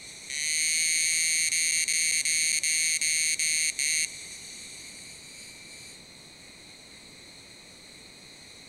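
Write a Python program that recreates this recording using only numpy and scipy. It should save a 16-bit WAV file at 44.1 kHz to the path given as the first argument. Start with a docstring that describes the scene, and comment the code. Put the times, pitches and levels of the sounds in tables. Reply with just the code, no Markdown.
"""Cicada on a tree trunk

Close to the microphone a cicada's buzz swells, is chopped into short phrases, and stops. Each pulse of
the buzz is a run of tymbal ribs buckling one after another into a ringing abdomen. Further off a second
cicada fades away, leaving the distant chorus and the low murmur of the forest."""
import sys
import numpy as np
from scipy import signal
from scipy.fft import rfft, irfft, next_fast_len
from scipy.io import wavfile
from scipy.ndimage import uniform_filter1d

SR = 44100
rng = np.random.default_rng(int(sys.argv[2]) if len(sys.argv) > 2 else 0)


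def transcribe(u):
    """Save the signal u as a 16-bit wav file named by the first command-line argument.

    u: samples, shape (n,) or (channels, n), limited to [-1, 1]; the rate is SR.
    q: integer samples, one column per channel.
    """
    v = np.clip(np.atleast_2d(u).T, -1, 1)
    q = np.round(v * 32767).astype(np.int16)
    wavfile.write(sys.argv[1], SR, q)


N = 382788
TIME = np.arange(N) / SR

# phrases of the near cicada; after a long rest the muscle starts slowly:
# (first pulse [s], end [s], rate shortfall at the start [pulses/s])
PHRASES = [(0.3004, 1.488, 30), (1.5186, 1.842, 0), (1.8805, 2.215, 1), (2.2532, 2.588, 1),
           (2.6353, 2.973, 3), (3.0148, 3.345, 0), (3.3943, 3.701, 4), (3.7909, 4.048, 26)]
# its muscle speeds up through the long first phrase, then tires: (time [s], rate [pulses/s])
CRUISING_RATE = [(.3, 156), (1.6, 163.3), (2.15, 160), (4.05, 158.3)]


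def amp(db):
    """Decibels to gain."""
    return 10 ** (np.asarray(db) / 20)


def unit(x):
    """Scales to an rms of one."""
    return x / np.sqrt(np.mean(x ** 2) + 1e-20)


def follow(rows, t):
    """Every column of a curve at the times t."""
    times, *columns = np.transpose(rows)
    return [np.interp(t, times, column) for column in columns]


def spectrum(points, hz):
    """Reads a table along a logarithmic frequency axis."""
    f, value = np.transpose(points)
    return np.interp(np.log(hz + 1), np.log(f), value)


def drift(count, cycles):
    """A smooth random curve of rms one that turns at most about `cycles` times."""
    size = next_fast_len(count)
    k = np.arange(size // 2 + 1)
    slow = rfft(rng.standard_normal(size)) * np.exp(-(k / cycles) ** 2) * (k > 0)
    return unit(irfft(slow, size)[:count])


def causal(db):
    """The response with this gain that rings only after it is struck."""
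    log_gain = np.log(amp(np.r_[db, db[-2:0:-1]]))
    return np.exp(np.conj(signal.hilbert(log_gain)))[:len(db)]


def forest_air(level_db=-55):
    """The low, steady murmur of the forest all round the microphone."""
    # colour of the air: (frequency [Hz], relative density [dB])
    air_colour = [(15, -8), (40, -6), (100, -3), (190, -0.5), (350, -4), (600, -8), (1000, -13.5),
                  (1500, -17.5), (3000, -21.5), (6000, -37), (15000, -32.5)]
    gain = amp(spectrum(air_colour, np.fft.rfftfreq(N, 1 / SR)))
    return amp(level_db) * unit(irfft(rfft(rng.standard_normal(N)) * gain, N))


def far_song(bands, pitch, flutter_db, flutter_hz, own_db):
    """Trees smear far cicadas' pulses into bands of hiss, which flutter together and each on its own."""
    cycles = flutter_hz * N / SR
    together = drift(N, cycles)
    clock = np.cumsum(pitch * np.ones(N)) / SR
    offset_hz = np.fft.fftfreq(next_fast_len(N), 1 / SR)
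    out = 0
    for hz, width, db in bands:
        phases = np.exp(2j * np.pi * rng.random(len(offset_hz)))
        smear = np.fft.ifft(phases * (1 + (2 * offset_hz / width) ** 2) ** -1.5)[:N]
        band = unit((smear * np.exp(2j * np.pi * hz * clock)).real)
        out += amp(db + own_db * drift(N, cycles)) * np.sqrt(width) * band
    return unit(out * amp(flutter_db * together))


def distant_chorus(level_db=-50):
    """Cicadas deep in the forest merge into an unbroken hiss."""
    # song bands: (centre [Hz], width [Hz], relative density [dB])
    bands = [(2136, 584, -3.5), (2880, 770, -22.5), (4075, 670, 0.5), (4450, 800, -9), (6100, 1060, -12),
             (6720, 1100, -13), (8170, 1000, -8.1), (8960, 1700, -16), (10070, 1650, -19),
             (11869, 2122, -29.5)]
    return amp(level_db) * far_song(bands, pitch=1, flutter_db=0.37, flutter_hz=9.1, own_db=0.8)


def whistles(waver_rate_hz=22, flicker_db=2):
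    """Thin, wavering tones: the second cicada's fundamental near 2335 Hz sounds through its phrases, and
    fainter tones linger among the far insects."""
    # tones: (start [s], end [s], pitch [Hz], waver depth [Hz], level [dB]); the first two rows are the second
    # cicada's fundamental during its phrases
    tones = [(0, 5.15, 2335, 9, -57), (5.27, 5.92, 2334, 5, -54), (0, 8.7, 2478, 14, -65),
             (5.9, 8.7, 2334, 12, -67)]
    out, cycles = 0, waver_rate_hz * N / SR
    for start, end, hz, waver, db in tones:
        gate = uniform_filter1d(1. * (TIME >= start) * (TIME < end), size=3000)
        tone = np.sin(2 * np.pi * np.cumsum(hz + waver * drift(N, cycles)) / SR)
        out += gate * amp(db) * unit(tone * amp(flicker_db * drift(N, cycles)))
    return out


def second_cicada(attack_s=0.2, release_s=.12):
    """Some way off, one long phrase and two short ones, each swelling and dying away."""
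    # song bands at pitch factor one: (centre [Hz], width [Hz], relative density [dB])
    bands = [(2299, 520, -0.5), (3030, 780, -15), (4127, 700, -2.5), (4637, 550, 0.5), (6510, 970, -4.5),
             (6970, 750, -2.5), (8270, 450, -5), (9020, 1480, -2.5), (10920, 3100, -14.5),
             (11747, 1396, -45)]
    # phrases: (start [s], start of release [s])
    phrases = [(-.12, 5.1), (5.115, 5.5), (5.54, 5.89)]
    # the pitch is pushed up as the strength ebbs: (time [s], level [dB], pitch [factor])
    effort = [(0, -46, 0.93), (1.5, -43, 0.95), (4.72, -43.5, .95), (4.95, -46, 0.97), (5.4, -47.5, 1),
              (5.9, -48.5, .992)]
    db, pitch = follow(effort, TIME)
    gate = sum(np.clip(np.minimum((TIME - start) / attack_s, 1 - (TIME - end) / release_s), 0, 1)
               for start, end in phrases)
    return gate * amp(db) * far_song(bands, pitch, flutter_db=0.8, flutter_hz=13, own_db=1.0)


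def echoes(x, wait_s, t60, dull_hz, density=.1):
    """Sparse reflections of random sign that die away; bark and leaves soak up their treble."""
    t = np.arange(SR // 2) / SR
    taps = rng.choice([-1., 1.], len(t)) * (rng.random(len(t)) < density)
    taps *= (t > wait_s) * amp(-60 * t / t60)
    taps /= np.linalg.norm(taps) + 1e-20
    return signal.lfilter(*signal.butter(1, dull_hz, fs=SR), signal.oaconvolve(x, taps)[:N])


def wind_up(t, time_s, shape=1):
    """Falls from one to zero as the near song gets under way."""
    return np.exp(-(np.maximum(t - PHRASES[0][0], 0) / time_s) ** shape)


def slackness(t, tighten_s=0.15, tiring_from_s=2.6, tiring_per_s=0.059):
    """How slack the tymbal is, 0-1: wholly at first, and slightly again as the insect tires."""
    return wind_up(t, tighten_s, shape=1.3) + tiring_per_s * np.maximum(t - tiring_from_s, 0)


def phrase_beats(start, end, shortfall_hz, pickup_s=.055, sag_hz=2.48, sag_s=0.0596):
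    """The muscle fires once a turn; over a phrase its rate picks up, cruises and sags."""
    t = np.arange(start, end, 1 / SR)
    slow_start = shortfall_hz * np.exp((start - t) / pickup_s)
    sag = sag_hz * np.exp((t - end) / sag_s)
    turns = np.cumsum(follow(CRUISING_RATE, t)[0] - slow_start - sag) / SR
    return np.interp(np.arange(0, turns[-1]), turns, t)


def pulse_times():
    """The muscle's beats wander, jitter, and limp as the two tymbals take turns."""
    # beats that the muscle misses: (time [s])
    missed_beats = [1.715, 1.93, 2.117, 2.522]
    t = np.concatenate([phrase_beats(*phrase) for phrase in PHRASES])
    t = np.delete(t, [np.argmin(abs(t - missed)) for missed in missed_beats])
    looseness = 0.041 + 0.0095 * t + 0.043 * slackness(t)
    wander = 2.93 * drift(len(t), cycles=34)
    limp = 0.47 * (-1) ** np.arange(len(t)) * drift(len(t), cycles=40)
    jitter = 0.88 * rng.standard_normal(len(t))
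    late_ms = looseness * (wander + limp + jitter)
    return t + late_ms / 1000


def tymbal(t, hz, slack, stall_db_per_ms=8.0, stretch=.025, first_snap_db=6):
    """Each pull snaps the ribs in turn; when slack, the first cracks harder, the last lag, weak and dull."""
    # ribs of a taut tymbal in buckling order: (delay [ms], relative level [dB], treble corner [Hz])
    ribs = [(0., 4, 4300), (.36, 8.5, 7470), (.815, 5, 16800), (1.277, 2.5, 14900), (1.738, -2, 15600),
            (2.2, -3, 14000), (2.66, -9.5, 10900), (3.15, -6, 5900)]
    # colour of one snap: (frequency [Hz], relative level [dB])
    snap_colour = [(1100, -39.5), (1550, -9.5), (1950, -5), (2800, -9.5), (3500, -7), (4400, -0.5),
                   (5300, -16), (6400, 0.5), (7600, -2.5), (8700, 1.5), (9900, -1.5), (10900, -6),
                   (12200, -13.5), (15200, -24)]
    chance = rng.standard_normal((len(t), len(ribs) + 1))
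    pace = 1 + stretch * slack + .004 * chance[:, -1]
    scatter_db = .4 * chance
    snaps = 0
    for k, (ms, db, dull_hz) in enumerate(ribs):
        stall = slack * max(ms - 1.1, 0)  # only the later ribs stall
        delay_s = (t * SR % 1) / SR + (1 + ms * pace + .11 * stall) / 1000
        force = amp(db + scatter_db[:, k] - stall_db_per_ms * stall + first_snap_db * slack * (k == 0))
        corner_hz = dull_hz / (1 + 0.7 * slack + 1.1 * stall)
        rolloff = np.exp(-(hz / corner_hz[:, None]) ** 2)
        snaps += force[:, None] * rolloff * np.exp(-2j * np.pi * delay_s[:, None] * hz)
    return snaps * causal(spectrum(snap_colour, hz))


def abdomen(t, hz, slack, settle_s=0.36, damping_hz=200):
    """The body's resonances glide as it settles into singing shape; a slack tymbal damps them."""
    # resonances: (frequency [Hz], width [Hz], gain [factor], shift before settling [Hz])
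    modes = [(2204, 330, 0.92, -30), (2750, 51, 2.2, 430), (3850, 220, 0.88, 0), (5970, 400, 1.75, 0),
             (7400, 260, 1.2, 2), (8710, 430, 0.72, 0), (12900, 930, 0.66, 0)]
    unsettled = wind_up(t, settle_s)[:, None]
    return 1 + sum(gain / (1 + 2j * (hz - f - shift * unsettled) / (width + damping_hz * slack[:, None]))
                   for f, width, gain, shift in modes)


def near_cicada(song_db=-26, slack_db=-9, size=1024, lead_s=.0016):
    """Right at the microphone, rib snaps ring the abdomen; the buzz swells as the tymbal tightens."""
    t, hz = pulse_times(), np.fft.rfftfreq(size, 1 / SR)
    slack = slackness(t)
    pulses = -irfft(tymbal(t, hz, slack) * abdomen(t, hz, slack))  # the ribs buckle inwards
    period = SR / follow(CRUISING_RATE, t)[0]
    buzz_rms = np.linalg.norm(pulses, axis=1) / np.sqrt(period)
    pulses *= (amp(song_db + slack_db * slack) / buzz_rms)[:, None]
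    starts = (t * SR).astype(int) - round(lead_s * SR)
    out = np.zeros(N)
    np.add.at(out, starts[:, None] + np.arange(size), pulses)
    return out


def scene():
    """One microphone by the trunk: the cicada and its reflections, over the far insects and the air."""
    song = near_cicada()
    bark = amp(-11.5) * echoes(song, wait_s=.002, t60=0.07, dull_hz=8200)
    trees = amp(-25.5) * echoes(song, wait_s=0.032, t60=0.29, dull_hz=7000)
    background = distant_chorus() + forest_air() + second_cicada() + whistles()
    return (background + trees + bark + song)[None]


def record(dry, edge_hz=15850):
    """The recorder's band limit cuts off the highest treble."""
    lowpass = signal.firwin(401, edge_hz, window=("kaiser", 9), fs=SR)
    return signal.oaconvolve(dry, lowpass[None], "same")


dry = scene()
out = record(dry)
transcribe(out)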